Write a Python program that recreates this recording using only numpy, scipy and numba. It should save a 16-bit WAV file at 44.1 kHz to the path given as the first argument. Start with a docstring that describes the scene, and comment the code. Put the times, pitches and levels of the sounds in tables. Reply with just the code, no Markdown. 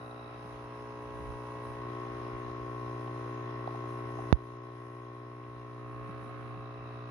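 """A vibrating pump in a small coffee machine buzzes at mains rate, each piston blow rattling the housing.
A thin stream splashes, plops and gurgles into a mug, with faint ticks and dull bumps on the counter.
A hand-held two-microphone phone moves from the front to above, close and back, its grip rumbling.
A fingertip pops the right port shut once; the phone's gain control ducks and later recovers."""
import sys
import numpy as np
from scipy import signal
from scipy.fft import rfft, irfft, next_fast_len
from scipy.io import wavfile
from scipy.ndimage import uniform_filter1d, minimum_filter1d, map_coordinates
from numba import njit

SR = 44100
rng = np.random.default_rng(int(sys.argv[2]) if len(sys.argv) > 2 else 0)


def wav_record(signal):
    """Record a signal, one row per channel, as 16-bit PCM in the file named by sys.argv[1]."""
    frames = np.transpose(np.atleast_2d(signal))
    bounded = np.clip(frames, -1, 1)
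    # unit amplitude maps onto the largest positive 16-bit level
    quanta = np.round(bounded * 32767).astype(np.int16)
    wavfile.write(sys.argv[1], SR, quanta)


N = 313110
TIME_S = np.arange(N) / SR
FFT_SIZE, STEP = next_fast_len(N), 64
CONTROL_S = np.arange(N // STEP + 2) * STEP / SR
PUMP_HZ, STRIKE_CYCLES, KNOCK_LAG_CYCLES = 60.335, .61, .275

# Harmonics 1 up, each column x4 (front, above, close, back): left_db, right_db, left_lead_rad
PUMP_HARMONICS = [(-69.0, -64.5, -66.0, -67, -74, -64, -65.0, -70, -0.5, 0.5, -0.1, -1.5),
                  (-52, -48.5, -42.5, -44.0, -52.5, -50.5, -43.5, -44.0, 0.2, -0.0, -0.0, -0.73),
                  (-82, -82.5, -78.5, -73, -79, -69.5, -81.5, -74, 3, 5, 4, -3),
                  (-56.5, -54.5, -53.0, -57.5, -58, -58, -56.5, -56, 0, -0.1, 0.1, -1),
                  (-54, -51.5, -48.0, -52.5, -55, -53, -49.5, -52, -0.0, -0.15, 0.4, 0.14),
                  (-58.5, -55.5, -46.0, -57, -57, -56.5, -49.0, -55.5, 1.2, 0.65, 0.3, -0.5),
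                  (-54, -48.5, -48.5, -52, -54.5, -49, -50.5, -52.5, -0.3, 0.0, 0.4, 0.6),
                  (-61.5, -63.5, -70.5, -65.5, -67, -61, -67.0, -72, 0.5, 0.5, 0.3, -3),
                  (-57.5, -54, -53.0, -57, -55.5, -54.0, -56, -55.5, 0.7, -0.2, 1.0, 0.86),
                  (-60, -65, -60, -63, -60, -56, -58, -64, 0.3, 1.5, 1.34, 1.5),
                  (-57, -57, -58, -57.5, -60, -59.5, -57, -61.5, -0.5, 0, 0.5, 0.5),
                  (-64, -66, -58.5, -58, -61, -61, -57.5, -67, 1, 3.5, 3, 2),
                  (-69, -63.5, -60.5, -72, -58.5, -60, -56.5, -59.5, 0.8, 1.7, 1.7, 1.4),
                  (-63.0, -58.5, -60.5, -75, -61, -58, -62.5, -85, 0.5, 0.6, 3.5, 2.5),
                  (-66, -59.5, -60.0, -66.5, -74.0, -75.0, -66, -76, 2, 1, 1.1, -1.4),
                  (-63.5, -52.0, -57, -63.5, -61.5, -54.5, -61, -65, -0.5, 0, 0.47, 0.7),
                  (-56, -54, -49, -58, -62, -56.5, -60, -60, -1, 0.5, 0.9, 0.0),
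                  (-50.5, -49.5, -45.0, -50.5, -61, -51, -50, -51.0, -4, -0.2, 0.63, 0.1),
                  (-66, -71, -60.5, -62, -68, -60, -58, -59.5, -2, -2, 0.0, 0.5),
                  (-62, -66.0, -76.0, -61, -57, -59, -67.5, -57, -3.5, -1.5, -3, 1.5),
                  (-67, -78, -71.5, -64, -65.0, -65.5, -60, -57.5, 1.2, -3, -3.5, -5.5),
                  (-62, -66, -62.5, -70, -56.5, -59, -65, -60.0, 1.5, 4.5, 0, 1.9),
                  (-72, -74, -77, -77, -76, -79, -75, -70, -1, -2, -6, -7.5),
                  (-89, -74, -65.5, -74, -62.5, -76, -68, -70.0, -1, 1, 4, 2),
                  (-80, -81.5, -76.5, -78, -68, -63, -60, -61, 0.5, -0.7, -0.6, -3),
                  (-76.0, -71.5, -69.0, -81.5, -74, -68.5, -84, -79, -3, -2.5, -2, -1),
                  (-79.0, -75.5, -82.0, -75, -67.5, -62, -76, -65, -0.5, 0.5, 1, 2),
                  (-82.0, -74.0, -74, -89.5, -77.0, -69.5, -71.5, -67.5, 2, 1.5, 1.4, -0.5),
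                  (-92.0, -85.0, -85, -77, -86.0, -77, -74.5, -77, -1, 3, 9.5, 11),
                  (-77, -85, -82.0, -77, -73.5, -68, -61.5, -67, -0.5, 0.5, 0.5, -1),
                  (-84.5, -87.0, -75, -82.5, -80, -81, -68, -78, -1, -2.5, -2, 0),
                  (-70, -72, -69, -83, -63, -63, -61, -67, -2.4, -1, 1.4, 0),
                  (-84.5, -73, -72, -74, -83, -71, -72, -76, -3.0, -3.5, -2, -4),
                  (-78.0, -74.0, -68, -74.0, -83.0, -76.5, -73.0, -75.5, -0.5, -2.4, -1.7, -2),
                  (-79, -90.5, -74.5, -73.0, -81.0, -78.5, -75.5, -74, 1.0, 1.9, 2.5, 3.5),
                  (-76.0, -74, -76.5, -89.0, -80.5, -74.5, -73, -72, -3, 1, 1.3, 4),
                  (-94, -79.0, -82.5, -92, -91, -77.5, -83, -82.0, -8, 0, 3.5, 5),
                  (-75, -79, -71, -70, -87.0, -83, -76.0, -80, -3, 1, 2.7, 0.5),
                  (-92.0, -92.0, -92, -92.0, -92.0, -92.0, -81, -79, 0.1, -5, -5, -5.2),
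                  (-87.0, -92.0, -73.0, -86.0, -72, -81.5, -74.5, -78.5, 2.5, 2.3, 5.5, 7.5),
                  (-86.0, -88.0, -89, -83, -91.5, -83, -84, -85, 3.1, 0.1, 3.1, 1),
                  (-90, -77.0, -81.0, -77.5, -71, -78, -78, -72, 2, 3.5, 2.9, 1.8),
                  (-77.0, -82.0, -86, -78, -78.0, -82, -79, -69, 1, -1, 1.5, 3),
                  (-81, -80, -80.0, -80, -70.5, -69, -68, -70, 1.0, 1, 2.1, 0.7),
                  (-92.0, -92.0, -89, -92.0, -78, -72, -76.5, -79, 5, 2.0, 0.7, 1.5),
                  (-92.0, -92.0, -83, -88, -76.5, -73.0, -73.5, -74, -3, -4.9, -2.3, -1),
                  (-92, -92.0, -87, -92.0, -87.0, -87, -87, -89.5, 5, 1.3, 2.9, 0.8),
                  (-89.5, -91.5, -92.0, -90, -79, -74, -74.5, -83.0, -1, -2, -2, -2)]
# Phone distance beyond its closest: time_s, distance_m
EXTRA_DISTANCE = [(0, .16), (.5, .09), (.9, .02), (2.5, .02), (3, 0), (4.2, 0), (5, .06), (5.8, .13),
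                  (7.1, .26)]


def pump(place, hum_db, wander_db=0.035, blow_db=0.26, jitter_cycles=0.0011):
    """One piston blow per mains cycle, uneven in force and timing, makes a harmonic buzz."""
    table = np.array(PUMP_HARMONICS)
    travel_cycles = curve(CONTROL_S, EXTRA_DISTANCE) / 343 * PUMP_HZ - .004
    place, hum_db = (np.interp(CONTROL_S, TIME_S, track) for track in (place, hum_db))
    force, timing = [slow(40), slow(40)], [slow(28), slow(30)]
    amplitudes = []
    for k, (row, rad) in enumerate(zip(table, blow_phases(table)), 1):
        upper = int(k > 11)  # low and high harmonics vary separately
        db = np.array([at_place(place, row[:4]), at_place(place, row[4:8])])
        db = db + hum_db * (k < 3) + wander_db * k * slow(5) + blow_db * force[upper] * (k > 3)
        shift_cycles = jitter_cycles * timing[upper] - travel_cycles
        phase = rad + .004 * k * slow(9.3) + 2 * np.pi * k * shift_cycles
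        port_rad = at_place(place, row[8:]) * np.array([[1], [0]] if k > 19 else [[.5], [-.5]])
        amplitudes.append(undb(db) * np.exp(1j * (phase + port_rad)))
    return np.sqrt(2) * sum_harmonics(np.array(amplitudes), 2 * np.pi * PUMP_HZ / SR, N, STEP)


def blow_phases(table):
    """Harmonic phases of a blow: the housing rings, then a clack, tap, knock and low thud follow."""
    k = np.arange(len(table)) + 1
    close_db = np.interp(np.arange(65), k, table[:, [2, 6]].mean(axis=1), right=-95)
    cepstrum = irfft(np.log(undb(close_db)))
    cepstrum[1:64] *= 2
    cepstrum[65:] = 0  # minimum phase: a causal decay

    def pulse(rad, lag_cycles):
        return rad - 2 * np.pi * k * (STRIKE_CYCLES + lag_cycles)

    # the 14th harmonic, near 850 Hz, has its sign flipped
    ring = pulse(3.3, .03 * (k > 14)) + rfft(cepstrum).imag[k] + np.pi * (k == 14)
    clack, tap = pulse(3., .05), pulse(3., .19)
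    # the side wall flips between its resonances near 1.7 and 2.3 kHz
    knock = pulse(2.25, KNOCK_LAG_CYCLES) + np.pi * (k > 28) * (k < 39)
    # turned and smeared above the resonance of the rubber mounts
    thud = pulse(-2.25, .434) + (k > 2) * (3.85 - .2 * (k - 6) ** 2)
    return np.select([k > 27, k > 19, k > 11, k > 7], [knock, clack, ring, tap], thud)


# Panel bands: centre_hz, width_hz, front_db, above_db, close_db, back_db, left_over_right_db, lag_cycles
PANEL_BANDS = [(373, 59, -65.5, -64, -62, -61.5, 0, -0.05), (740, 63, -63, -66, -66, -72, -3, -0.077),
               (1096, 70, -67, -64, -62, -65, -2, .03), (1280, 110, -65.5, -71, -73, -62, -5, 0.028),
               (2620, 150, -73, -72, -75, -69, -2.5, 0.29), (3295, 230, -86, -76, -73, -78, 1.5, -0.15),
               (3890, 99, -78, -86, -89, -79, 13, .05), (3940, 170, -83, -77.5, -74.5, -77, 6, -0.063),
               (5190, 350, -82.5, -80.5, -79, -85.5, 15, -0.11),
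               (6320, 340, -87, -79.5, -78.5, -84, -2.5, 0)]


def rattle(place):
    """Loose panels ring with noise on each stroke; the high ones tick shorter."""
    out = 0
    for hz, width_hz, *place_db, pan_db, lag_cycles in PANEL_BANDS:
        rest, fade_cycles, rise_cycles = (.2, .32, .14) if hz < 3000 else (.5, .16, .07)
        gain = undb(at_place(place, place_db) + 1.4 * walk(9.1)) * pan(pan_db)
        noise = noise_band(hz, width_hz, correlation=float(hz < 2000))
        out += gain * noise * stroke(rest, fade_cycles, lag_cycles, rise_cycles)
    return out


# Metal part level: front_db, above_db, close_db, back_db
METAL_LEVELS = [-62, -79, -85, -71]


def metal_ring(place, pitch_hz=3855, t60_s=0.038, lag_cycles=0.0598, scatter_db=2.5, scatter_hz=14):
    """A small metal part, struck on every stroke, rings until the next; loudest from the front."""
    cycles = PUMP_HZ * TIME_S - STRIKE_CYCLES - lag_cycles + 1
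    blow, age_s = cycles.astype(int), cycles % 1 / PUMP_HZ
    detune, force = rng.standard_normal((blow.max() + 1, 2))[blow].T
    envelope = np.minimum(age_s / 0.0012, 1) * decay(age_s, t60_s)
    tone = envelope * np.sin(2 * np.pi * (pitch_hz + scatter_hz * detune) * age_s)
    return tone * undb(at_place(place, METAL_LEVELS) + scatter_db * force) * pan(13)


# Spectral shape of stream, housing and room: frequency_hz, left_relative_db, right_relative_db
STREAM_SPECTRUM = [(35, -13, -12), (87, -10, -6), (150, -12.5, -9), (452, -16, -13), (885, -15, -13.5),
                   (1255, -11, -10.5), (1470, -21.5, -14.5), (1960, -17, -17.5), (3100, -28, -24.5),
                   (3880, -28, -32), (6620, -38, -49), (7160, -54, -56), (9730, -36.5, -31.5),
                   (11430, -51, -37), (12000, -52, -55.5)]
# Noise likeness at the two ports: frequency_hz, correlation
PORT_CORRELATION = [(60, 1), (270, 0.68), (600, 0.83), (1250, 0.51), (2600, .0), (12000, 0)]


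def stream(splash_db, hiss_db, rms_db=-53, swell_db=-0.44, flicker_db=1.24):
    """Octaves of splash and hiss swell and flicker; those at 1-4 kHz throb with the stroke."""
    hz = np.fft.rfftfreq(FFT_SIZE, 1 / SR) + 1
    octaves = np.log2(hz)

    def per_bin(table, column):
        table = np.array(table)
        return np.interp(octaves, np.log2(table[:, 0]), table[:, column])

    correlation = per_bin(PORT_CORRELATION, 1)
    mid, side = white_pair() * np.sqrt([1 + correlation, 1 - correlation])
    spectra = np.array([mid + side, mid - side]) * undb([per_bin(STREAM_SPECTRUM, n) for n in (1, 2)])
    out, swell = 0, walk(2.73)
    for octave in range(5, 14):
        if octave < 13:
            share = np.clip(1 - np.abs(octaves - octave), 0, 1)
            db = bell(octave, 9.3, 2.0) * splash_db + swell_db * swell
        else:
            share = np.clip(octaves - 12, 0, 1)
            db = hiss_db + 1.5 * walk(20)
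        part = irfft(spectra * share, FFT_SIZE)[:, :N] * undb(db + flicker_db * walk(12))
        if 9 < octave < 13:
            part *= stroke(rest=.7, fade_cycles=.4, lag_cycles=KNOCK_LAG_CYCLES * (octave == 11))
        out += part
    return out / out.std() * undb(rms_db)


# Drops in the mug: start_s, level_db, pitch_hz, left_over_right_db
MUG_DROPS = [(3.0765, -38, 800, -3), (3.6752, -25.5, 760, -3), (3.7475, -34, 786, -2),
             (4.1858, -34, 770, -1), (4.1932, -33, 735, 0), (4.2365, -39, 760, 1)]
# Gurgles in the mug: start_s, level_db, pitch_hz, left_over_right_db
MUG_GURGLES = [(3.17, -54, 455, 5), (3.25, -52, 483, 7), (6.27, -53, 698, 3), (6.42, -56, 716, 0),
               (6.52, -57, 745, 0)]


def mug():
    """Drops plop briefly; softer gurgles ring on and rise in pitch."""
    drops = rings(MUG_DROPS, t60_s=0.017, rise_ms=1.0, glide=0.037, left_lead_ms=0.3, left_decay=0.55)
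    return drops + rings(MUG_GURGLES, t60_s=0.16, rise_ms=25.0, glide=0.083)


# Case and port cavity modes: pitch_hz, relative_db, t60_s
PORT_MODES = [(2550, -27.5, .008), (3530, -19, 0.0063), (4240, -29, .004), (5400, -26, 0.0033)]
# Low thump of the pop: pitch_hz, relative_db, t60_s
POP_THUMP = (52, -16, .055)


def finger_pop(start_s=4.3269, level_db=15, rise_ms=0.043, notch_delay_ms=0.072):
    """A fingertip seals the right port: a sharp pressure step, a low thump and a short ring."""
    age_s = np.maximum(TIME_S - start_s, 0)
    # averaging with a delayed copy dulls the step: the microphone's notch near 7 kHz
    rise = np.maximum([age_s * 1000, age_s * 1000 - notch_delay_ms], 0) / rise_ms
    pressure = np.mean(1 - (1 + rise) * np.exp(-rise), axis=0)

    def mode(hz, db, t60_s):
        return undb(db) * decay(age_s, t60_s) * np.sin(2 * np.pi * hz * age_s)

    ringing = sum(mode(*row) for row in PORT_MODES) - mode(*POP_THUMP)
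    return np.array([np.zeros(N), -undb(level_db) * pressure * (1 + ringing)])


# Bumps on the counter: start_s, level_db, pitch_hz, left_over_right_db
COUNTER_BUMPS = [(.449, -43, 186, 0), (1.201, -45.5, 170, -12), (5.732, -57, 190, 0), (5.775, -43, 310, 0),
                 (5.90, -44, 318, 0), (5.96, -46, 320, 0), (6.025, -47, 320, 0), (6.091, -32.5, 181, 0),
                 (6.225, -41, 240, 0), (6.265, -42, 270, 0), (6.572, -39, 180, 0)]


def bumps():
    """The counter is bumped: dull, low rings that sag in pitch."""
    return rings(COUNTER_BUMPS, t60_s=0.043, rise_ms=1.7, glide=-0.11)


# Ticks: start_s, level_db, pitch_hz, left_over_right_db
FAINT_TICKS = [(3.0752, -47, 2900, 2), (3.6749, -47, 3800, 2), (5.4390, -43, 2500, 0)]


def ticks():
    """Faint, high rings that die at once."""
    return rings(FAINT_TICKS, t60_s=.003, rise_ms=.15, glide=0)


# Shifts of the grip: centre_s, level_db, width_s
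GRIP_SHIFTS = [(.55, -59, .1), (1.07, -57, .05), (1.255, -39, .1), (1.73, -50, 0.081), (2.12, -52, 0.066),
               (2.383, -46.5, 0.13), (2.75, -52, 0.12), (4.312, -52, 0.18), (5.556, -42, 0.035),
               (6.028, -48, 0.13), (6.5, -55, 0.1), (6.76, -62, 0.055)]


def hand_rumble(rest_db=-57.5):
    """Grip and air at the ports: a lumpy rumble, stronger on the right, swelling as the grip shifts."""
    gain = undb(rest_db) + sum(undb(db) * bell(TIME_S, s, width_s) for s, db, width_s in GRIP_SHIFTS)
    rumble = noise_band(34.7, 28, correlation=0.26) * undb([[-3.0], [1.0]])
    return rumble * gain * undb(1.6 * walk(20))


def rings(table, t60_s, rise_ms, glide, left_lead_ms=0., left_decay=0.89):
    """One damped, gliding mode per event; the left port may hear it sooner and shorter."""
    out, t = np.zeros((2, N)), np.arange(int(.2 * SR)) / SR
    age_s = np.maximum([t, t - left_lead_ms / 1000], 0)
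    envelope = (1 - np.exp(-age_s * 1000 / rise_ms)) * decay(age_s / [[left_decay], [1]], t60_s)
    envelope /= envelope.max(axis=1, keepdims=True)
    for start_s, db, hz, pan_db in table:
        tone = np.sin(2 * np.pi * hz * (age_s + glide * age_s ** 2 / t60_s))
        start = int(start_s * SR)
        out[:, start:start + len(t)] += undb(db) * pan(pan_db) * envelope * tone
    return out


@njit
def sum_harmonics(amplitudes, rad_per_sample, count, step):
    """Harmonic oscillators with complex amplitudes [harmonic, port, control point], ramped linearly."""
    out = np.zeros((2, count))
    for k in range(len(amplitudes)):
        for port in range(2):
            points = amplitudes[k, port]
            phasor, turn = 1. + 0j, np.exp(1j * (k + 1) * rad_per_sample)
            for i in range(count):
                j = i // step
                amplitude = points[j] + (points[j + 1] - points[j]) * (i % step / step)
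                out[port, i] += (phasor * amplitude).real
                phasor *= turn
    return out


def stroke(rest, fade_cycles, lag_cycles, rise_cycles=0.16):
    """Unit-rms gain that jumps once per pump cycle and fades towards rest."""
    age_cycles = (PUMP_HZ * TIME_S - STRIKE_CYCLES - lag_cycles) % 1
    gain = rest + np.exp(-age_cycles / fade_cycles) * np.minimum(age_cycles / rise_cycles, 1)
    return gain / np.sqrt(np.mean(gain ** 2))


def noise_band(hz, width_hz, correlation):
    """Unit-rms two-port noise in a bell-shaped band."""
    mid, side = white_pair() * bell(np.fft.rfftfreq(FFT_SIZE, 1 / SR), hz, width_hz)
    mid, side = mid * np.sqrt(1 + correlation), side * np.sqrt(1 - correlation)
    noise = irfft([mid + side, mid - side], FFT_SIZE)[:, :N]
    return noise / noise.std()


def white_pair():
    """Spectra of two independent white noises."""
    shape = (2, FFT_SIZE // 2 + 1)
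    return rng.standard_normal(shape) + 1j * rng.standard_normal(shape)


def slow(rate_hz):
    """Smooth random drift at control rate, spread near 1."""
    points = rng.standard_normal(int(N / SR * rate_hz) + 4)
    return map_coordinates(points, [CONTROL_S * rate_hz], order=2)


def walk(rate_hz):
    """Smooth random drift at audio rate."""
    return np.interp(TIME_S, CONTROL_S, slow(rate_hz))


def at_place(place, values):
    """Blend four values along the loop front, above, close, back, front."""
    return np.interp(place, range(5), np.append(values, values[0]))


def curve(time_s, table):
    return np.interp(time_s, *np.transpose(table))


def bell(x, centre, width):
    return np.exp(-.5 * ((x - centre) / width) ** 2)


def decay(age_s, t60_s):
    return np.exp(-np.log(1000) * age_s / t60_s)


def pan(left_over_right_db):
    return undb([[left_over_right_db / 2], [-left_over_right_db / 2]])


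def undb(db):
    return 10 ** (np.asarray(db) / 20)


# Phone path: time_s, place (0 front, 1 above, 2 close, 3 back, 4 front again)
PHONE_PATH = [(0, 0), (.3, 0), (.52, .7), (1.05, 1), (1.72, 1.15), (1.9, 2), (5, 2), (5.8, 2.5), (6, 3),
              (6.55, 3), (6.75, 3.45), (7.1, 3.5)]
# Level offsets as the phone moves: time_s, pump_db, hum_db, splash_db, hiss_db
PATH_LEVELS = [(0, -0.4, 1.5, -4, -2), (.55, -2.5, 2.5, -0.5, -0.5), (1.1, -1, -1, -0.5, 1),
               (1.35, -0.5, 2, 1.5, 4), (1.72, -0.2, 1.5, 3, 1), (2.1, -0.5, -2.5, 3.5, -0.5),
               (2.6, -1, -1.5, 1, -2), (2.85, -0.5, 1, 1.5, 1.5), (3.5, -0.66, 0.5, 2.5, -2.5),
               (4.3, -0.6, 1, 2, 3.5), (5.0, -0.5, 0.8, 0.2, 2), (5.7, 0.1, 0.5, 1.5, -1.5),
               (6.0, 3.5, -0.5, 5, 0.5), (6.3, 1.2, -1, 6.5, 0), (6.7, 0.1, 2, -1, -5.5),
               (7.1, -1.5, 5, -2.5, -5)]


def scene():
    """All sources as the two ports hear them."""
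    place = curve(TIME_S, PHONE_PATH)
    times_s, *columns = np.transpose(PATH_LEVELS)
    pump_db, hum_db, splash_db, hiss_db = (np.interp(TIME_S, times_s, db) for db in columns)
    machine = undb(pump_db) * pump(place, hum_db) + rattle(place) + metal_ring(place)
    return machine + stream(splash_db, hiss_db) + mug() + finger_pop() + bumps() + ticks() + hand_rumble()


@njit
def duck(peak, ceiling, ducked_gain, hold_samples, climb_ratio):
    """Gain control: drops at an overload, holds, then climbs back."""
    gain, level, wait = np.empty(len(peak)), 1., 0.
    for i in range(len(peak)):
        if peak[i] > ceiling:
            level, wait = ducked_gain, hold_samples
        elif wait > 0:
            wait -= 1
        else:
            level = min(level * climb_ratio, 1.)
        gain[i] = level
    return gain


def record(dry, low_hz=56.7, top_hz=12800, ceiling=1.0, drop_db=-6.0, hold_s=1.09, climb_db_per_s=3.5,
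           ahead_ms=4.8, release_ms=9.0):
    """The phone: steep bass cut, linked gain control and look-ahead limiter, top cut."""
    x = signal.sosfilt(signal.butter(5, low_hz, "high", fs=SR, output="sos"), dry)
    ahead = int(ahead_ms * SR / 1000)
    peak = -minimum_filter1d(-np.abs(x).max(0), size=2 * ahead + 1)
    gain = duck(peak, ceiling, undb(drop_db), hold_s * SR, undb(climb_db_per_s / SR))
    gain = uniform_filter1d(gain, size=ahead)
    log_limit = uniform_filter1d(np.log(np.minimum(ceiling / (peak * gain), 1)), size=ahead)
    pole = np.exp(-1000 / (release_ms * SR))
    release = 2.74 * signal.lfilter([1 - pole], [1, -pole], log_limit)
    log_limit = np.minimum(log_limit, release).clip(log_limit.min(), 0)
    top_cut = signal.ellip(8, .2, 60, top_hz, fs=SR, output="sos")
    return signal.sosfilt(top_cut, x * gain * np.exp(log_limit))


dry = scene()
out = record(dry)
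wav_record(out)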